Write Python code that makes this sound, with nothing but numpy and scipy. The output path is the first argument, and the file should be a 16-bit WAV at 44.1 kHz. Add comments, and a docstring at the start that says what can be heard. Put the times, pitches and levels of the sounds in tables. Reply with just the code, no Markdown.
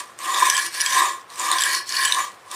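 """In a small room indoors, a steel knife is pushed and pulled along a coarse stone in its holder: four strokes
and the start of a fifth. Random grit ticks and rub excite the blade's modes and a broad hiss, a smoother rub the
stone's modes; contact place weights the modes. Where the edge snags on a larger grain, a short crackle and a
two-pitch ring sound. A decaying noise tail gives the room's reverberation, steady coloured noise its quiet air."""
import sys
import numpy as np
from scipy import signal
from scipy.io import wavfile
from scipy.ndimage import uniform_filter1d

SR = 44100
rng = np.random.default_rng(int(sys.argv[2]) if len(sys.argv) > 2 else 0)


def put_to_file(sound):
    """Save the sound as 16-bit audio at rate SR, in the file named by the first command-line argument."""
    columns = np.atleast_2d(sound).T  # one column per channel
    safe = np.clip(columns, -1, 1)
    whole_steps = np.round(safe * 32767)
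    wavfile.write(sys.argv[1], SR, whole_steps.astype(np.int16))


N = 112454  # samples


def amp(db):
    """Level law: 20 dB is a tenfold amplitude."""
    return 10 ** (np.asarray(db) / 20)


def evened(x):
    """Normalisation to unit root-mean-square."""
    return x / np.sqrt(np.mean(x ** 2) + 1e-20)


def curve(rows):
    """Linear interpolation of a time table at every sample."""
    return np.interp(np.arange(N) / SR, *np.transpose(rows))


def read(points, hz):
    """Interpolation of a spectrum table along logarithmic frequency."""
    f, value = np.transpose(points)
    return np.interp(np.log(hz + 1), np.log(f + 1), value)


def colour(x, points):
    """Minimum-phase filtering: the log spectrum and the phase form a Hilbert pair, so the filter is causal."""
    hz = abs(np.fft.fftfreq(4096, 1 / SR))
    log_gain = np.log(amp(read(points, hz)))
    phase = -signal.hilbert(log_gain).imag
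    taps = np.fft.ifft(np.exp(log_gain + 1j * phase)).real[:2048]
    return signal.oaconvolve(x, taps)[:N]


def uneven(seconds):
    """Smoothed noise: a random wobble of unit size that changes over the given time."""
    span = max(int(seconds * SR / 2), 1)
    once = uniform_filter1d(rng.standard_normal(N), span)
    return evened(uniform_filter1d(once, span))


def resonate(x, hz, width):
    """Heterodyne resonator: shift a mode to zero frequency, smooth, shift back; it may glide, peak gain 1."""
    turn = np.exp(2j * np.pi * np.cumsum(hz * np.ones(len(x))) / SR)
    r = np.exp(-np.pi * max(width, 10) / SR)
    smooth = signal.lfilter([1 - r], [1, -r], x / turn)
    return 2 * (turn * smooth).real


def patchy(x):
    """Time-frequency modulation: short-lived patches of the spectrum swell and sink at random."""
    patch_db = 2.5
    z = signal.stft(x, nperseg=256)[2]
    noise = rng.standard_normal(z.shape[::-1]).T
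    patches = uniform_filter1d(uniform_filter1d(noise, size=4, axis=0), size=10, axis=1)
    return signal.istft(z * amp(patch_db * evened(patches)), nperseg=256)[1][:N]


def air():
    """Stationary noise: the steady background of the room has a fixed spectrum and level."""
    # Each row: frequency in Hz, relative spectral density in dB per Hz.
    air_spectrum = [(25, -50), (60, -23), (100, -10), (220, -11), (500, -4.5), (1200, -4), (2000, -8.5),
                    (5000, -23.5), (11000, -34)]
    level_db = -49
    return amp(level_db) * evened(colour(rng.standard_normal(N), air_spectrum))


def room(x):
    """Reverberation: convolution with a noise tail whose bands each decay exponentially at their own speed."""
    # Each row: frequency in Hz, time to decay by 60 dB in seconds.
    decay_times = [(1500, 0.29), (5000, 0.2), (14000, 0.03)]
    hz, t, z = signal.stft(rng.standard_normal(SR // 2), SR, nperseg=256)
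    decay = amp(-60 * t / read(decay_times, hz)[:, None])
    tail = signal.istft(z * decay, SR, nperseg=256)[1]
    tail = np.r_[np.zeros(200), tail]  # delay in samples before the tail
    return signal.fftconvolve(x, tail / np.linalg.norm(tail))[:N]


def grit():
    """Shot noise: dense random ticks of uneven size over a smooth Gaussian rub."""
    grains_per_s, spread_db = 5500, 4
    rub_share = 0.65  # of the power
    size = amp(spread_db * np.minimum(rng.exponential(1, N), 6)) * rng.choice([-1., 1.], N)
    ticks = evened(size * (rng.random(N) < grains_per_s / SR))
    return np.sqrt(rub_share) * rng.standard_normal(N) + np.sqrt(1 - rub_share) * ticks


def snags():
    """Impulsive excitation: each snag is a band-limited noise burst and a brief decaying ring at two pitches."""
    # Each row: start in seconds, crackle level in dB before the band filter, first ring pitch in Hz,
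    # level of that ring in dB above the crackle level, second ring pitch in Hz.
    snag_rows = [(0.189, -28, 8320, 3.5, 7100), (0.3446, -24.5, 3470, 11.5, 7300),
                 (.394, -23, 8630, 4, 6510), (0.4992, -5.5, 6010, -1.5, 8900), (0.567, -15, 7740, 5, 5100),
                 (.5774, -13, 7680, 1, 3440), (0.803, -17, 5400, 2, 2990), (0.8089, -11.5, 5740, 0.5, 2900),
                 (.8151, -15.5, 10420, 7.5, 5890), (0.8614, -11.5, 7550, 3, 4860),
                 (.9241, -20.5, 3720, 5, 6950), (1.3017, -35, 3680, -10, 8400),
                 (1.3573, -31, 8100, 2.5, 4100), (1.396, -23, 7070, 7.5, 8760),
                 (1.5146, -11.5, 8730, 3.5, 4080), (1.5843, -15, 3300, 1.5, 4560),
                 (1.608, -17, 7700, 7, 3220), (1.6202, -20, 7540, 9, 4820),
                 (1.6365, -13.5, 7660, 4.5, 3140), (1.7484, -15, 5900, 1, 4530),
                 (1.8921, -21, 4330, 3.5, 6520), (1.923, -22, 4810, 9, 5270),
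                 (1.9667, -25.5, 4400, 16, 5100), (2.0497, -11.5, 10120, -6, 7750),
                 (2.0545, -15.5, 7500, 6.5, 3120), (2.1227, -12.5, 3730, 6, 3910),
                 (2.146, -18, 8840, 4, 3610), (2.5138, -24, 8840, -2, 3570)]
    peak_s, ring_s = 0.00073, 0.0022  # crackle's time to its peak, ring's decay time
    low_hz, top_hz, second_ring_db = 2130, 14100, -3.5
    t = np.arange(600) / SR
    crackles, rings = np.zeros(N + 600), np.zeros(N + 600)
    noises = rng.standard_normal((len(snag_rows), len(t)))
    for (s, db, hz, ring_db, second_hz), noise in zip(snag_rows, noises):
        here = slice(round(s * SR), round(s * SR) + len(t))
        shape = t / peak_s * np.exp(1 - t / peak_s)
        crackles[here] += amp(db) * shape * noise
        # two noise values serve as random phases
        first = np.sin(2 * np.pi * hz * t + noise[0])
        second = amp(second_ring_db) * np.sin(2 * np.pi * second_hz * t + noise[1])
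        envelope = (1 - np.exp(-2 * t / peak_s)) * np.exp(-t / ring_s)
        rings[here] += amp(db + ring_db) * envelope * (first + second)
    band = signal.butter(2, [low_hz, top_hz], "band", fs=SR)
    return signal.lfilter(*band, crackles[:N]), rings[:N]


def hiss(drive):
    """Broadband radiation: the grit's noise between the modes, filtered to a smooth spectrum."""
    # Each row: frequency in Hz, gain in dB.
    hiss_spectrum = [(40, -46), (100, -25.5), (250, -28.5), (600, -23.5), (1400, -2), (2700, 0),
                     (5000, -0.5), (6600, -1), (9000, -1), (11000, -7), (13000, -10), (16000, -15.5)]
    return patchy(colour(drive, hiss_spectrum))


def stone(drive, place):
    """Modal synthesis: stone and holder modes ring by amounts that depend on the point of excitation."""
    # Each row: frequency in Hz, nominal width in Hz, then five gains in dB with the blade at each contact place.
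    stone_modes = [(350.5, 60, 3, 2, -8, -6, 2.5), (569, 93, 0, 0, -7.5, -10.5, -5.5),
                   (776, 82, -1.5, 8, -6, -2, -11), (1000, 54.4, 16.5, 23.5, 13, 12.5, 5.5),
                   (1076, 66, 18, 23, 15, 17, 11), (1186.6, 65, 15, 20, -3, -5, -17),
                   (1700, 33.7, 10.5, 17, 22.5, 26, 13.5), (1704.3, 122, 10, 14, 18.5, 21, 8.5),
                   (1926, 74, 5.5, 16, 3.5, 15, 2.5), (2304, 98, -2, 7.5, 10, 11, 7.5)]
    # Contact places for those gains, from 0 at the near end to 1 at the far end.
    contact_places = [0, .36, .56, .76, 1]
    out = np.zeros(N)
    for k, (hz, width, *shape_db) in enumerate(stone_modes):
        force = drive * amp(np.interp(place, contact_places, shape_db))
        # alternate signs between neighbouring modes
        out += (-1) ** k * resonate(resonate(force, hz, 1.5 * width), hz, 1.5 * width)
    return out


def blade(drive, rings, place):
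    """Modal synthesis: each blade mode rings best at one contact place, and its pitch shifts with the contact."""
    # Each row: frequency in Hz at the best place, nominal width in Hz, top gain in dB, place where it rings best
    # (0 near end to 1 far end), reach along the stone as a share of its length, gain in dB added
    # from late in the third stroke onward.
    blade_modes = [(2956, 40, 7.5, 0.69, 0.33, 3.5), (3182, 72, 15.5, 0.676, 0.044, 4),
                   (3630, 213, 8.5, 0.38, 0.29, -1.5), (4400, 210, 7.5, .86, .12, 6),
                   (4900, 103, 3.5, 0.76, 0.12, 3.5), (5200, 120, 9.5, 0.96, .13, 4.5),
                   (5710, 170, 8, 0.96, 0.15, 3), (5960, 230, 8, 0.53, 0.15, 3),
                   (7060, 225, 11, 0.24, .12, 0.5), (7820, 130, 10.5, 0.668, .07, 6.5),
                   (8600, 360, 4, 0.15, 0.56, -3.5), (8580, 380, 9.5, 0.46, 0.13, -1),
                   (8920, 210, 10, 0.874, 0.11, -9), (10190, 350, 3, 0.727, 0.22, 4.5),
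                   (11840, 92, -11, 0.48, 0.066, -3)]
    late_s, fall_db = 1.7, -20  # gain far from the best place, relative to the top
    flicker_db, flicker_s, wander = 2, 0.057, 0.0084  # wander as a share of the pitch
    sag, low_hz = 0.036, 1130  # modes sag by this share over the stone's length
    out = np.copy(rings)
    late = np.arange(N) / SR > late_s
    for k, (hz, width, db, best, reach, late_db) in enumerate(blade_modes):
        near = np.exp(-.5 * ((place - best) / reach) ** 2)
        gain_db = db + late_db * late + fall_db * (1 - near) + flicker_db * uneven(flicker_s)
        pitch = hz * (1 + wander * uneven(2 * flicker_s)) * (1 + sag * (best - place))
        ringing = resonate(resonate(drive * amp(gain_db), pitch, 1.5 * width), pitch, 2 * width)
        out += (-1) ** k * ringing
    return signal.lfilter(*signal.butter(2, low_hz, "high", fs=SR), out)


def knife():
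    """Friction excitation: separate grit noises drive blade and hiss, a smoother rub the stone, snags all three."""
    # Each row: time in seconds, scraping level in dB before the modes and filters.
    stroke_levels = [(0, -25), (.03, -44.5), (.08, -47.5), (.17, -57), (.2, -34.5), (.3, -27.5), (.36, -26),
                     (.43, -21), (.53, -24.5), (.66, -26), (.705, -42), (.75, -28), (.85, -27.5),
                     (.99, -19), (1.08, -28), (1.17, -41.5), (1.27, -61), (1.31, -41), (1.36, -39.5),
                     (1.4, -27), (1.48, -25.5), (1.62, -24.5), (1.75, -23), (1.8, -32), (1.85, -49),
                     (1.89, -33), (1.95, -25), (2.05, -23), (2.12, -28.5), (2.2, -27), (2.27, -38.5),
                     (2.38, -56.5), (2.44, -54.5), (2.5, -44), (2.52, -35.5), (2.55, -30.5)]
    # Each row: time in seconds, place of the blade from 0 at the near end to 1 at the far end.
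    blade_places = [(0, 0.028), (.19, 0.018), (.49, 0.51), (.57, 0.73), (.7, 0.97), (.855, 0.71),
                    (.94, 0.49), (1.25, 0.017), (1.34, 0.068), (1.53, 0.33), (1.63, 0.747), (1.85, 0.95),
                    (2.052, 0.74), (2.125, 0.51), (2.35, 0.015), (2.55, 0.12)]
    judder_db, stone_judder_db, judder_s = 1.27, 1.84, 0.013
    snag_to_stone_db = -18
    place = np.clip(curve(blade_places), 0, 1)
    level = amp(curve(stroke_levels))
    crackles, rings = snags()
    press = level * amp(judder_db * uneven(judder_s))
    edge_drive = press * grit() + crackles
    hiss_drive = press * grit() + crackles
    stone_rub = level * amp(stone_judder_db * uneven(judder_s)) * rng.standard_normal(N)
    stone_drive = stone_rub + amp(snag_to_stone_db) * crackles
    return blade(edge_drive, rings, place) + hiss(hiss_drive) + stone(stone_drive, place)


def scene():
    """Superposition: direct sound, reverberation and air add linearly."""
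    room_db = -12
    dry = knife()
    return (dry + amp(room_db) * room(dry) + air())[None]


def record(dry):
    """Band limitation: a linear-phase low-pass filter removes the top of the spectrum."""
    edge_hz = 15550
    taps = signal.firwin(511, edge_hz, window=("kaiser", 9), fs=SR)
    return signal.oaconvolve(dry, taps[None], "same")


dry = scene()
out = record(dry)
put_to_file(out)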